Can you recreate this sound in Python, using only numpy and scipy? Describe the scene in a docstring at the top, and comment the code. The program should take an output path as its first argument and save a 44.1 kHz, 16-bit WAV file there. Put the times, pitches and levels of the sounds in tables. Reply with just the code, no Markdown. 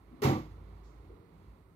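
"""A bedroom: a wooden door shuts in a neighbouring room; latch touch, thump, fluttering echoes, rooms ring out.
Contacts and their echoes excite damped panel modes; the ring-out is banded noise that rises, holds and falls.
Soft bumps and the latch tongue are narrow noise bursts, a faint rustle of cloth is a treble one.
Behind them go on a wavering low sine hum, two rumbling resonances and broad air noise."""
import sys
import numpy as np
from scipy import signal
from scipy.io import wavfile

SR = 44100
rng = np.random.default_rng(int(sys.argv[2]) if len(sys.argv) > 2 else 0)


def waveform_to_disk(signal):
    """Save audio, clipped to [-1, 1], as 16-bit WAV at the path in sys.argv[1]."""
    frames = np.transpose(np.atleast_2d(signal))
    scaled = np.clip(frames, -1, 1) * 32767
    samples = np.round(scaled).astype(np.int16)
    wavfile.write(sys.argv[1], SR, samples)


def amplitude_ratio(level_db):
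    """Convert a level in decibels to the matching linear amplitude (field) ratio."""
    exponent = np.asarray(level_db, float) / 20
    return 10 ** exponent


N = 77175

# Stereo balance of the door's sound. Each row: frequency in Hz, left minus right in dB.
DOOR_BALANCE = [(60, -10), (110, -0.5), (200, -1.5), (380, -2), (700, -7.5), (1290, -7.5), (2380, -4),
                (4400, -7), (8120, -13), (15000, -14)]


def rms_one(x):
    """Scale to rms 1."""
    return x / np.sqrt(np.mean(x ** 2) + 1e-20)


def in_time(rows):
    """Interpolate each column after the first (seconds) at every sample."""
    s, *columns = np.transpose(rows)
    return [np.interp(np.arange(N) / SR, s, c) for c in columns]


def time_since(start_s):
    """Seconds since the start, 0 before it."""
    return np.maximum(np.arange(N) / SR - start_s, 0)


def at_hz(points, hz):
    """Interpolate a table on a log-frequency axis."""
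    point_hz, values = np.array(points).T
    return np.interp(np.log(hz), np.log(point_hz), values)


def resonance(x, hz, width_hz):
    """Two-pole resonance with zeros at 0 Hz and Nyquist."""
    r = np.exp(-np.pi * width_hz / SR)
    return signal.lfilter([1, 0, -1], [1, -2 * r * np.cos(2 * np.pi * hz / SR), r * r], x)


def band_pass(x, order, edges_hz):
    """Butterworth band-pass."""
    return signal.sosfilt(signal.butter(order, edges_hz, "band", fs=SR, output="sos"), x)


def noise_bands(spectrum, likeness, balance, shape):
    """Third-octave bands of stereo noise, each with its level, likeness, balance and shape in time."""
    edges = 28 * 2 ** (np.arange(29) / 3)
    centres = np.sqrt(edges[1:] * edges[:-1])
    density = amplitude_ratio(at_hz(spectrum, centres)) ** 2
    total = np.sqrt(np.sum(density * np.diff(edges)) / (SR / 2))
    white = rng.standard_normal((2, 2, N + SR // 4))  # neighbouring bands use different noise
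    out = 0
    for k, hz in enumerate(centres):
        mid, side = band_pass(white[k % 2], 2, edges[k:k + 2])[:, -N:]
        alike = np.clip(at_hz(likeness, hz), -1, 1)
        pan_db = at_hz(balance, hz) / 2
        pair = np.sqrt(.5 + alike / 2) * mid + np.sqrt(.5 - alike / 2) * side * [[1], [-1]]
        gain = amplitude_ratio(at_hz(spectrum, hz) + np.array([[pan_db], [-pan_db]]))
        out = out + gain * shape(hz) * pair
    return out / total


def panel():
    """Each blow drives every mode with its own strength and gives the low modes its own share; modes build up."""
    # Door contacts and their echoes.
    # Each row: start in seconds, relative level in dB, share that reaches the low modes.
    blows = [(0.2186, -33, 0.15), (0.2338, -38.5, 0.33), (0.2474, -25.5, 0.71), (0.2695, -26, 0.35),
             (0.293, -24.5, 0.5), (0.312, -29.5, 0.58), (0.35, -32.5, 0.05), (0.374, -39, 0.4)]
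    # Panel modes. Each row: frequency in Hz, relative level in dB, decay t60 in s, build-up t60 in s.
    modes = [(64.7, -25, .3, 0.038), (90.7, -14.5, 0.56, 0.024), (111, -2.5, 0.18, 0.016),
             (134.1, 4.5, 0.21, 0.0073), (160, -16, 0.52, .04), (201.3, -5.5, 0.33, 0.02),
             (234.2, -7.5, 0.27, 0.037), (248.1, -8, 0.1, 0.017), (283, -20.5, 0.28, 0.063),
             (310.3, -10, 0.31, 0.02), (347.4, -4.5, 0.15, 0.063), (402.6, -11.5, 0.1, 0.025),
             (461, -16, 0.092, 0.027), (498.4, -11.5, 0.117, 0.026), (536.4, -17.5, 0.14, 0.017),
             (773.6, -10, 0.11, 0.0068), (870, -29, 0.12, 0.0085), (939, -17, 0.11, 0.015),
             (1079, -16, 0.14, 0.0067), (1157.7, -16, .2, 0.012)]
    panel_db, low_modes_below_hz = 3, 215
    pan_share = 0.81  # of the door balance
    s, db, weight = np.transpose(blows)
    spread_db = rng.normal(0, 1.44, (len(s), len(modes)))
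    out = np.zeros((2, N))
    for k, (hz, mode_db, t60_s, build_s) in enumerate(modes):
        reach = np.clip(weight, 0, 1) if hz < low_modes_below_hz else 1
        drive = np.full(N, 1e-18 + 0j)
        drive[(s * SR).astype(int)] = reach * amplitude_ratio(db + mode_db + spread_db[:, k])
        turn = np.exp(2j * np.pi * hz / SR)
        slow = amplitude_ratio(-60 / (t60_s * SR)) * turn
        fast = amplitude_ratio(-60 / (build_s * SR)) * turn
        ringing = signal.lfilter([1 - abs(fast)], np.poly([slow, fast]), drive).imag
        pan_db = pan_share * at_hz(DOOR_BALANCE, hz) / 2
        out += amplitude_ratio([[pan_db], [-pan_db]]) * ringing
    return amplitude_ratio(panel_db) * out


def ring_out():
    """Reflections pile up in two steps, later in the bass, hold a while, then die."""
    # Spectrum. Each row: frequency in Hz, relative density in dB per Hz.
    spectrum = [(150, -39), (250, -11), (325, -9.5), (421, -16.5), (484, -14), (629, -26), (761, -15.5),
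                (922, -19.5), (1200, -20), (1500, -36), (2050, -24.5), (2570, -33), (3230, -33),
                (6940, -41), (8700, -52), (13000, -44), (14900, -49), (16000, -58)]
    # Each row: frequency in Hz, left-right likeness (clipped to -1..1).
    likeness = [(60, 0.84), (130, 0.73), (290, 0.98), (640, 1), (1410, -0.029), (3100, 0.14), (6820, 0.5),
                (15000, -1)]
    # Each row: frequency in Hz, start in seconds.
    start = [(60, .245), (200, .24), (400, .225), (1000, .2185), (16000, .2185)]
    # Each row: frequency in Hz, rise time constant in s.
    rise_time = [(400, 0.011), (2000, 0.002), (16000, 0.00067)]
    # Each row: frequency in Hz, hold before the fall sets in, in s.
    hold_time = [(300, 0.091), (1000, 0.075), (4000, 0.068), (9000, 0.01), (13000, 0.013)]
    # Each row: frequency in Hz, final fall in dB per s.
    fall_rate = [(300, 203), (1000, 191), (4000, 172), (7000, 162), (9000, 212), (13000, 152), (16000, 192)]
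    ring_db = -31
    # the latch gives a share at once, the rest follows with the second contact
    latch_share, second_contact_delay_s = 0.88, 0.015

    def shape(hz):
        t = time_since(at_hz(start, hz))
        rise_s, hold_s = at_hz(rise_time, hz), at_hz(hold_time, hz)
        latch = 1 - np.exp(-t / rise_s)
        second_contact = 1 - np.exp(-np.maximum(t - second_contact_delay_s, 0) / rise_s)
        fall_db = at_hz(fall_rate, hz) * (np.sqrt(t * t + hold_s * hold_s) - hold_s)
        return (latch_share * latch + second_contact) * amplitude_ratio(-fall_db)

    return amplitude_ratio(ring_db) * noise_bands(spectrum, likeness, DOOR_BALANCE, shape)


def bumps():
    """A soft bump, the latch tongue, another bump: band-passed noise that rises fast and dies."""
    # Each row: start in seconds, level in dB, centre in Hz, width in Hz, rise time constant in s, t60 in s.
    rows = [(0.102, -47.5, 268.4, 69, 0.013, 0.63), (0.219, -25, 425, 50, 0.0055, 0.18),
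            (1.092, -53.5, 408.7, 160, 0.0045, 0.62)]
    out = 0
    for s, db, hz, width_hz, rise_s, t60_s in rows:
        t = time_since(s)
        mid, side = rng.standard_normal((2, N))
        noise = mid + min(hz / 1500, 1) * side * [[1], [-1]]  # wider stereo at higher pitch
        burst = rms_one(band_pass(noise, 3, [hz - width_hz / 2, hz + width_hz / 2]))
        out = out + (1 - np.exp(-t / rise_s)) * amplitude_ratio(db - 60 * t / t60_s) * burst
    return out


def rustle():
    """A faint swish of cloth: treble noise that rises fast and dies."""
    # Lower and upper band edge in Hz.
    band_hz = [3000, 7400]
    start_s, level_db, rise_s, t60_s = 0.83, -70.5, 0.015, 0.62
    t = time_since(start_s)
    noise = rms_one(band_pass(rng.standard_normal((2, N)), 4, band_hz))
    return (1 - np.exp(-t / rise_s)) * amplitude_ratio(level_db - 60 * t / t60_s) * noise


def hum():
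    """A wavering low sine and two room resonances excited by noise, slightly to the right."""
    # Sine level. Each row: time in seconds, rms level in dB.
    tone_level = [(0.0, -58), (0.086, -54), (0.154, -53), (0.184, -72), (0.228, -77), (0.408, -46.5),
                  (0.862, -47.5), (0.926, -52), (0.998, -46), (1.042, -57.5), (1.126, -45), (1.184, -91),
                  (1.364, -52), (1.418, -84), (1.48, -43), (1.594, -73), (1.636, -56), (1.75, -90)]
    # Resonance levels. Each row: time in seconds, level of the first in dB, of the second in dB.
    rumble_level = [(0.45, -89, -63), (0.51, -46, -67), (0.638, -64.5, -60.5), (0.8, -54.5, -59.5),
                    (0.952, -87, -114), (0.992, -58.5, -103), (1.05, -54, -61), (1.166, -57, -106),
                    (1.3, -89, -63.5), (1.426, -58, -59.5), (1.626, -61, -67.5), (1.662, -63.5, -93),
                    (1.72, -57.5, -70), (1.75, -58, -101)]
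    # Each row: resonance frequency in Hz, width in Hz.
    rumble_bands = [(87, 4), (160, 29)]
    tone_hz = 53.5
    tone = np.sin(2 * np.pi * (tone_hz * np.arange(N) / SR + rng.random()))
    out = np.sqrt(2) * amplitude_ratio(in_time(tone_level)[0]) * tone
    for (hz, width_hz), db in zip(rumble_bands, in_time(rumble_level)):
        out = out + amplitude_ratio(db) * rms_one(resonance(rng.standard_normal(N), hz, width_hz))
    return out * amplitude_ratio([[-.8], [.8]])


def air():
    """Broad room noise whose lower part swells slowly; the hiss above stays even."""
    # Spectrum. Each row: frequency in Hz, relative density in dB per Hz.
    spectrum = [(25, -32), (43, -3.5), (87, -4.5), (108, -5), (160, -5), (190, -12.5), (242, -11.5),
                (280, -12.5), (320, -8), (405, -10.5), (545, -21), (700, -21.5), (1190, -19.5), (1520, -38),
                (2110, -30.5), (2700, -44.5), (4000, -42), (5500, -53.5), (7000, -39), (8500, -45),
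                (10200, -38.5), (13000, -40.5), (16000, -41)]
    # Each row: frequency in Hz, left-right likeness (clipped to -1..1).
    likeness = [(60, 0.87), (130, 0.82), (290, 1), (640, 1), (1410, -0.86), (3100, -0.68), (6820, -2.67),
                (15000, 1)]
    # Each row: frequency in Hz, left minus right in dB.
    balance = [(60, -3.5), (110, -1), (200, 0), (380, -2.5), (700, -12.5), (1290, -12.5), (2380, -20),
               (4400, -18.5), (8120, -0.5), (15000, -3.5)]
    # Each row: time in seconds, level in dB before the offset.
    level = [(0.0, -73.5), (0.214, -68), (0.37, -68), (1.432, -71.5), (1.608, -73), (1.75, -76)]
    offset_db, swell_below_hz = 12, 6000
    level_db, = in_time(level)

    def shape(hz):
        return amplitude_ratio(offset_db + (level_db if hz < swell_below_hz else level_db[-1]))

    return noise_bands(spectrum, likeness, balance, shape)


def scene():
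    """Door panel, ring-out, bumps, rustle, hum and air."""
    return panel() + ring_out() + bumps() + rustle() + hum() + air()


def band_limit(x):
    """A steep low-pass at the top of the band."""
    return signal.sosfilt(signal.butter(12, 16420, fs=SR, output="sos"), x)


def record(dry):
    """The right port hears later; the deepest bass and the top are cut."""
    low_cut_hz, top_cut_hz, right_lag_s = 56.5, 15800, .0003
    pair = np.array([dry[0], np.roll(dry[1], round(right_lag_s * SR))])
    pair = signal.sosfilt(signal.butter(4, low_cut_hz, "high", fs=SR, output="sos"), pair)
    pair = signal.sosfilt(signal.ellip(10, .5, 40, top_cut_hz, fs=SR, output="sos"), pair)
    return band_limit(pair)


dry = scene()
out = record(dry)
waveform_to_disk(out)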